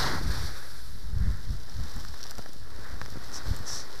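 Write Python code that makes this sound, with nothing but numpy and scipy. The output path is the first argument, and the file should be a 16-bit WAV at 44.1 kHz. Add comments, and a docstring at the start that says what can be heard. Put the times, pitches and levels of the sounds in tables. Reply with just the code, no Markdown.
"""Snow sliding off a greenhouse

A slab of snow scrapes down a plastic sheet, lumps tumble, and loose powder hisses after it.
Gusts of wind thump on the microphone. Close by, snow rustles and crunches faintly, and cloth,
like a jacket, swishes twice. Sliding and rubbing snow is made of many tiny impacts,
crunches and pats are short knocks, and wind and cloth are shaped noise."""
import sys
import numpy as np
from scipy import signal
from scipy.fft import rfft, irfft, next_fast_len
from scipy.io import wavfile
from scipy.ndimage import uniform_filter1d, map_coordinates

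SR = 44100
rng = np.random.default_rng(int(sys.argv[2]) if len(sys.argv) > 2 else 0)


def transcribe(u):
    """Save the signal u as a 16-bit wav file named by the first command-line argument.

    u: samples, shape (n,) or (channels, n), limited to [-1, 1]; the rate is SR.
    q: integer samples, one column per channel.
    """
    v = np.clip(np.atleast_2d(u).T, -1, 1)
    q = np.round(v * 32767).astype(np.int16)
    wavfile.write(sys.argv[1], SR, q)


N = 176400
T = np.arange(N) / SR

# A colour says how strong a sound is at each pitch. Its levels only count against each other.
# colour of the faint background hiss: pitch_hz, level_db
AIR_COLOUR = [(59, -39), (100, -8), (206, -14), (243, -5), (281, -21), (545, -13), (617, -21), (791, -52),
              (914, -43), (1630, -33), (2320, -46), (4310, -30), (7690, -31.5), (10900, -23), (14000, -34)]

# how the wind rises and falls: time_s, level_db
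GUSTS = [(0.0, -36.5), (0.07, -38.5), (0.17, -37.5), (0.22, -36.5), (0.3, -25.5), (0.33, -38.5),
         (0.39, -34.5), (0.45, -32.5), (0.55, -46), (0.61, -47), (0.64, -53.5), (0.96, -41.5), (1.0, -47),
         (1.06, -35.5), (1.11, -41), (1.145, -28.5), (1.167, -23.5), (1.186, -37), (1.225, -21),
         (1.248, -29), (1.272, -24), (1.3, -25.5), (1.34, -35.5), (1.44, -44.5), (1.51, -24.5),
         (1.54, -34.5), (1.63, -46), (1.7, -51), (1.75, -37.5), (1.81, -30.5), (1.84, -39.5), (1.93, -50),
         (1.96, -33.5), (2.0, -41), (2.04, -45), (2.13, -40), (2.17, -53.5), (2.36, -52), (2.39, -42.5),
         (2.43, -55), (2.57, -52.5), (2.61, -42.5), (2.69, -53.5), (2.77, -41.5), (2.87, -51.5),
         (2.94, -35.5), (2.98, -44), (3.05, -43.5), (3.09, -50), (3.13, -43), (3.24, -49), (3.43, -48.5),
         (3.47, -37), (3.512, -25), (3.54, -39), (3.57, -46), (3.61, -35.5), (3.67, -59), (3.73, -44.5),
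         (3.93, -60), (3.96, -48)]
# colours of the wind's deep swirls and quicker flutter: pitch_hz, level_db
SWIRL_COLOUR = [(12, 1.5), (25, 0), (45, 3), (80, -1.5), (120, -9), (200, -32.5), (320, -50), (600, -53),
                (1500, -97)]
FLUTTER_COLOUR = [(40, -15), (100, 4), (160, 3.5), (240, -6), (320, -16.5), (450, -20), (900, -52),
                  (2500, -78)]

# how the middle and high parts of the rustle rise and fall: time_s, level_db
RUSTLE_MID = [(.9, -62.5), (1.15, -56), (1.65, -56), (1.8, -51.5), (2.05, -52), (2.15, -52.5),
              (2.45, -55.5), (2.58, -58.5), (2.72, -53), (2.86, -49.5), (2.98, -51), (3.09, -54),
              (3.15, -49.5), (3.26, -50), (3.36, -45), (3.62, -48), (3.72, -45), (3.85, -49.5), (4, -51)]
RUSTLE_HIGH = [(.9, -56), (1.15, -54), (1.35, -51.5), (1.65, -52.5), (1.95, -49), (2.3, -51), (2.48, -52.5),
               (2.6, -55), (2.85, -53.5), (3.08, -53), (3.25, -50), (3.42, -49.5), (3.5, -45),
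               (3.62, -49.5), (3.85, -51), (4, -49.5)]
# colours of those two parts: pitch_hz, level_db
RUSTLE_MID_COLOUR = [(120, -27), (200, -2.5), (384, -1), (546, -3), (638, -4.5), (1510, -2.5), (1800, -2.5),
                     (2300, -14.5), (2800, -20.5), (3640, -45), (6160, -120)]
RUSTLE_HIGH_COLOUR = [(1530, -43), (2600, -17), (2930, -11), (3600, -3.5), (4140, -1.5), (5410, -0.5),
                      (6640, -12), (7430, -11.5), (9770, -18), (12800, -13), (14000, -22)]
# soft scrapes through snow: start_s, rise_s, hold_s, fall_s, level_db
SCRAPES = [(1.16, 0.068, 0.03, 0.32, -52), (2.74, 0.12, .04, 0.078, -52)]
# muffled pats of snow: start_s, peak_db
PATS = [(2.561, -38.5), (2.789, -35), (2.941, -38), (3.124, -34.5), (3.157, -29.5), (3.172, -30.5),
        (3.487, -34), (3.534, -31), (3.602, -35)]
# colours of the scrapes and pats: pitch_hz, level_db
SCRAPE_COLOUR = [(600, -16), (1200, -6), (1550, 0.5), (1950, -2.5), (2500, -24), (4000, -33)]
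PAT_COLOUR = [(40, -17), (130, 1.5), (280, -2.5), (480, -11), (800, -20), (2000, -64), (5000, -72)]
# breaks in the snow's crust, with each part's peak: start_s, thud_db, crack_db, snap_db, tick_db
CRUNCHES = [(1.506, -76, -62, -37.5, -55), (1.602, -70, -55, -38.5, -48), (1.697, -70, -60, -35, -49),
            (1.837, -62, -56, -36, -43), (1.897, -70, -60, -35.5, -48), (1.918, -70, -57, -38, -42),
            (1.942, -62, -42, -42, -43), (1.963, -57, -42, -39, -36), (1.968, -60, -37.5, -44, -52),
            (1.999, -70, -58, -36, -41), (2.050, -47, -30.5, -34, -45), (2.086, -65, -57, -33, -42),
            (2.141, -52, -36, -43, -50), (2.206, -64, -39, -33.5, -46), (2.214, -70, -48, -37, -48),
            (2.230, -50, -45, -24, -48), (2.239, -55, -49.5, -26.5, -38), (2.253, -44, -34, -47, -55),
            (2.258, -54, -35, -34.5, -49), (2.267, -66, -50, -32, -42), (2.276, -70, -54, -36, -48),
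            (2.310, -62, -53, -28, -27.5), (2.317, -63, -33.5, -38, -46), (2.354, -68, -42, -35, -42),
            (2.383, -35.5, -31.5, -33, -31.5), (2.392, -24, -32, -49, -51), (2.424, -69, -46, -37, -50),
            (2.46, -35, -32, -44, -52), (2.492, -38, -51, -39, -62), (2.533, -68, -58, -40, -35),
            (3.015, -31.5, -21, -32, -53), (3.021, -58, -39, -42, -56), (3.0606, -52, -32, -32.5, -48),
            (3.083, -35, -49, -62, -65), (3.103, -70, -58, -36, -36), (3.565, -65, -50, -34, -27),
            (3.589, -70, -60, -44, -38), (3.702, -51, -27.5, -52, -60)]
# colours of the four parts of a crunch, from dull to bright: pitch_hz, level_db
THUD_COLOUR = [(40, -29), (130, 1), (330, 2.5), (700, -5), (1500, -17), (4000, -76)]
CRACK_COLOUR = [(100, -27), (450, -1), (1000, 6), (1850, 4), (2500, -16.5), (6000, -29), (14000, -93)]
SNAP_COLOUR = [(500, -52), (2700, -12), (4000, -2.5), (5700, 9), (6700, -12.5), (14000, -20)]
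TICK_COLOUR = [(1500, -37), (5000, -18), (7300, 2.5), (9500, -9), (13500, -3.5), (16000, -14)]

# strokes of cloth: start_s, rise_s, hold_s, fall_s, level_db
SWISHES = [(3.319, 0.019, 0.027, 0.035, -38.5), (3.648, 0.034, 0.078, 0.1, -36.5)]
# colours of a swish and its duller tail: pitch_hz, level_db
SWISH_COLOUR = [(2500, -24), (4100, -12), (4900, -6), (5500, 4), (6000, 0.5), (6800, -11.5), (7400, -9),
                (9200, -19.5), (11000, -18), (14000, -29)]
SWISH_TAIL_COLOUR = [(2600, -30), (3700, -2), (4400, 0), (5400, -4), (6300, -19), (14000, -32)]

# how the powder swells and fades behind the slab: time_s, body_db, hiss_db
POWDER = [(0, -65, -48), (.22, -50.5, -47), (.29, -42, -44), (.36, -41.5, -42), (.45, -44.5, -42.5),
          (.52, -46.5, -47), (.68, -51, -50), (.9, -56.5, -54), (1.2, -67, -65)]
# colours of the powder's low body, its hiss and its finest dust: pitch_hz, level_db
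POWDER_BODY_COLOUR = [(180, -31), (300, -3), (526, -5.5), (566, -2.5), (610, -7.5), (1000, -4.5),
                      (1110, -4), (1610, 1), (2800, -18), (3640, -47), (6160, -120)]
POWDER_HISS_COLOUR = [(1530, -55), (2600, -25), (2930, -15), (3570, -3), (4500, 0), (5600, -2), (6590, -13),
                      (11100, -16), (13300, -15.5), (14000, -23)]
DUST_COLOUR = [(3000, -30), (6000, -7), (7500, -1.5), (9200, -1), (11000, 2.5), (14000, -3.5)]
# how the rumble of tumbling lumps swells and fades: time_s, level_db
LUMPS = [(0, -49), (.09, -41), (.15, -38.5), (.22, -45), (.26, -47), (.31, -43), (.42, -55.5), (.55, -81),
         (.8, -88)]
# colour of that rumble: pitch_hz, level_db
LUMP_COLOUR = [(80, -17), (170, 1.5), (270, 1.5), (420, -8.5), (700, -14), (1500, -32.5)]
# how the slab's scrape on the sheet fades: time_s, level_db
SLAB = [(0, -29.5), (.05, -30), (.11, -31), (.165, -34), (.2, -39), (.235, -51)]
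# colours of the slab's low body and its hiss: pitch_hz, level_db
SLAB_BODY_COLOUR = [(71, -26), (120, 2.5), (226, -15), (393, -8.5), (657, -13), (720, -7), (1490, -6),
                    (2040, -9), (2800, -42), (3640, -61), (6160, -120)]
SLAB_HISS_COLOUR = [(1530, -27), (2600, -13), (2850, -13.5), (4200, -0.5), (5560, -5), (6730, -16),
                    (8920, -21), (12800, -21.5), (14000, -25)]


def amp(db):
    """Turn decibels into a number to multiply a sound by."""
    return 10 ** (np.asarray(db) / 20)


def unit(x):
    """Scale a sound so its average strength (rms) is 1."""
    return x / np.sqrt(np.mean(x ** 2) + 1e-20)


def gain_at(colour, hz):
    """How strong a colour is at the given pitches."""
    pitch_hz, level_db = np.transpose(colour)
    return amp(np.interp(np.log(hz + 1), np.log(pitch_hz + 1), level_db))


def curve(rows):
    """Join (time, value) points with straight lines, one value per sample."""
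    return np.interp(T, *np.transpose(rows))


def wobble(per_s):
    """A smooth curve through per_s random values each second."""
    return map_coordinates(rng.standard_normal(int(N * per_s / SR) + 4), [T * per_s])


def filtered(x, response):
    """Turn each pitch in a sound up or down by response(hz)."""
    size = next_fast_len(N + SR // 2)
    return irfft(rfft(x, size) * response(np.fft.rfftfreq(size, 1 / SR)), size)[:N]


def coloured(x, colour):
    """Give a sound a colour, at strength 1."""
    return unit(filtered(x, lambda hz: gain_at(colour, hz)))


def noise(colour):
    """Smooth noise with a colour."""
    return coloured(rng.standard_normal(N), colour)


def grains(colour, per_s, spread_db, smooth_db):
    """Tiny random impacts mixed with smooth noise; spread_db makes their sizes uneven."""
    sizes = rng.choice([-1, 1], N) * amp(spread_db * np.minimum(rng.exponential(size=N), 4))
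    hits = unit(sizes * (rng.random(N) < per_s / SR))
    return coloured(hits + amp(smooth_db) * rng.standard_normal(N), colour)


def ring(colour, size=2048):
    """The short sound that one sharp tap with this colour makes."""
    cepstrum = irfft(np.log(gain_at(colour, np.fft.rfftfreq(size, 1 / SR))))
    # fold the second half onto the first, so nothing sounds before the tap
    cepstrum[1:size // 2] *= 2
    cepstrum[size // 2 + 1:] = 0
    return irfft(np.exp(rfft(cepstrum)))


def strokes(rows):
    """The strength of rubbing strokes over time: each rises, holds and falls."""
    return sum(amp(db) * np.interp(T, s + np.cumsum([0, rise, hold, fall]), [0, 1, 1, 0]) ** 1.28
               for s, rise, hold, fall, db in rows)


def air(level_db=-61.5):
    """A faint, steady hiss in the background."""
    return amp(level_db) * noise(AIR_COLOUR)


def wind(swirl_db=1.95, flutter_db=-11):
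    """Gusts thump on the microphone: deep swirls of air with a quicker flutter on top."""
    gust_db = curve(GUSTS)
    swirls = noise(SWIRL_COLOUR)
    power = np.abs(uniform_filter1d(swirls ** 2, size=1300))
    even_swirls = unit(swirls / np.sqrt(power + 0.037))  # so the gusts set the loudness
    flutter = amp(gust_db + flutter_db + 2.7 * wobble(45)) * noise(FLUTTER_COLOUR)
    return amp(gust_db + swirl_db) * even_swirls + flutter


def rustle():
    """Snow rubs softly close by, with a fine crackle on top."""
    fade_in = np.clip((T - .7) / 0.28, 0, 1)
    rub = amp(curve(RUSTLE_MID) + 0.8 + 0.67 * wobble(29.68))
    rub *= grains(RUSTLE_MID_COLOUR, per_s=900, spread_db=4, smooth_db=3)
    crackle = amp(curve(RUSTLE_HIGH) - 1.05 + 0.94 * wobble(34.86))
    crackle *= grains(RUSTLE_HIGH_COLOUR, per_s=1000, spread_db=4, smooth_db=1)
    return fade_in * (rub + crackle)


def scrapes():
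    """Soft, grainy rubs through snow."""
    return strokes(SCRAPES) * grains(SCRAPE_COLOUR, per_s=800, spread_db=0, smooth_db=-3)


def pats():
    """Soft snow packs down in muffled pats."""
    force, response = np.zeros(N), ring(PAT_COLOUR)
    for start_s, peak_db in PATS:
        force[round(start_s * SR)] = amp(peak_db)
    return signal.fftconvolve(force, response / np.abs(response).max())[:N]


def crunches(crumble_s=0.0023, crumble_strength=0.094):
    """The snow's crust breaks: a sharp knock, then a brief crumble, dull or bright."""
    out, t = np.zeros(N + SR), np.arange(1024) / SR
    rings = [ring(colour) for colour in (THUD_COLOUR, CRACK_COLOUR, SNAP_COLOUR, TICK_COLOUR)]
    for start_s, *peaks_db in CRUNCHES:
        for peak_db, response in zip(peaks_db, rings):
            force = crumble_strength * rng.standard_normal(len(t)) * np.exp(-t / crumble_s)
            force[0] = 1  # the knock
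            hit = signal.fftconvolve(force, response)
            out[round(start_s * SR):][:len(hit)] += amp(peak_db) * hit / np.abs(hit).max()
    return out[:N]


def swishes(tail_delay_s=0.043, tail_db=-12):
    """Smooth cloth brushes past in two strokes; each gets duller as it slows."""
    strength = strokes(SWISHES)
    tail = amp(tail_db) * np.interp(T - tail_delay_s, T, strength) * noise(SWISH_TAIL_COLOUR)
    return strength * amp(0.99 * wobble(53)) * noise(SWISH_COLOUR) + tail


def powder(dust_db=-57, dust_peak_s=0.7, dust_width_s=0.33):
    """Loose snow runs down behind the slab; the finest dust comes last."""
    time_s, body_db, hiss_db = np.transpose(POWDER)
    body = amp(np.interp(T, time_s, body_db) + 0.6 * wobble(37.6))
    body *= grains(POWDER_BODY_COLOUR, per_s=4400, spread_db=2, smooth_db=-0.5)
    hiss = amp(np.interp(T, time_s, hiss_db) + 1.2 * wobble(60.3))
    hiss *= grains(POWDER_HISS_COLOUR, per_s=5000, spread_db=3.5, smooth_db=5.5)
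    dust = amp(dust_db) * np.exp(-((T - dust_peak_s) / dust_width_s) ** 2) * noise(DUST_COLOUR)
    return body + hiss + dust


def lumps():
    """Lumps tumble and rumble as the slab breaks over the edge."""
    return amp(curve(LUMPS)) * grains(LUMP_COLOUR, per_s=320, spread_db=2, smooth_db=-4.5)


def slab(fade_db_per_s=79, dulling_db_per_s=61):
    """Snow crystals scrape on the plastic; the sound gets duller as the slab leaves the roof."""
    end_s = SLAB[-1][0]
    level_db = curve(SLAB) - fade_db_per_s * np.maximum(T - end_s, 0)
    body = amp(-1.5 + 0.9 * wobble(89))
    body *= grains(SLAB_BODY_COLOUR, per_s=2500, spread_db=2.5, smooth_db=1)
    hiss = amp(-1 + 0.87 * wobble(95) - dulling_db_per_s * T)
    hiss *= grains(SLAB_HISS_COLOUR, per_s=4000, spread_db=-1.5, smooth_db=-4)
    return amp(level_db) * (body + hiss)


def scene():
    """Add all the sounds into one channel; the snow leaves no echo."""
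    background = air()
    slide = slab() + lumps() + powder()
    nearby = rustle() + scrapes() + crunches() + pats() + swishes()
    return (background + wind() + nearby + slide)[None]


def record(dry, top_hz=14000, offset=-0.0538):
    """Cut the highest pitches and shift the whole wave slightly below zero."""
    return filtered(dry[0], lambda hz: hz < top_hz)[None] + offset


dry = scene()
out = record(dry)
transcribe(out)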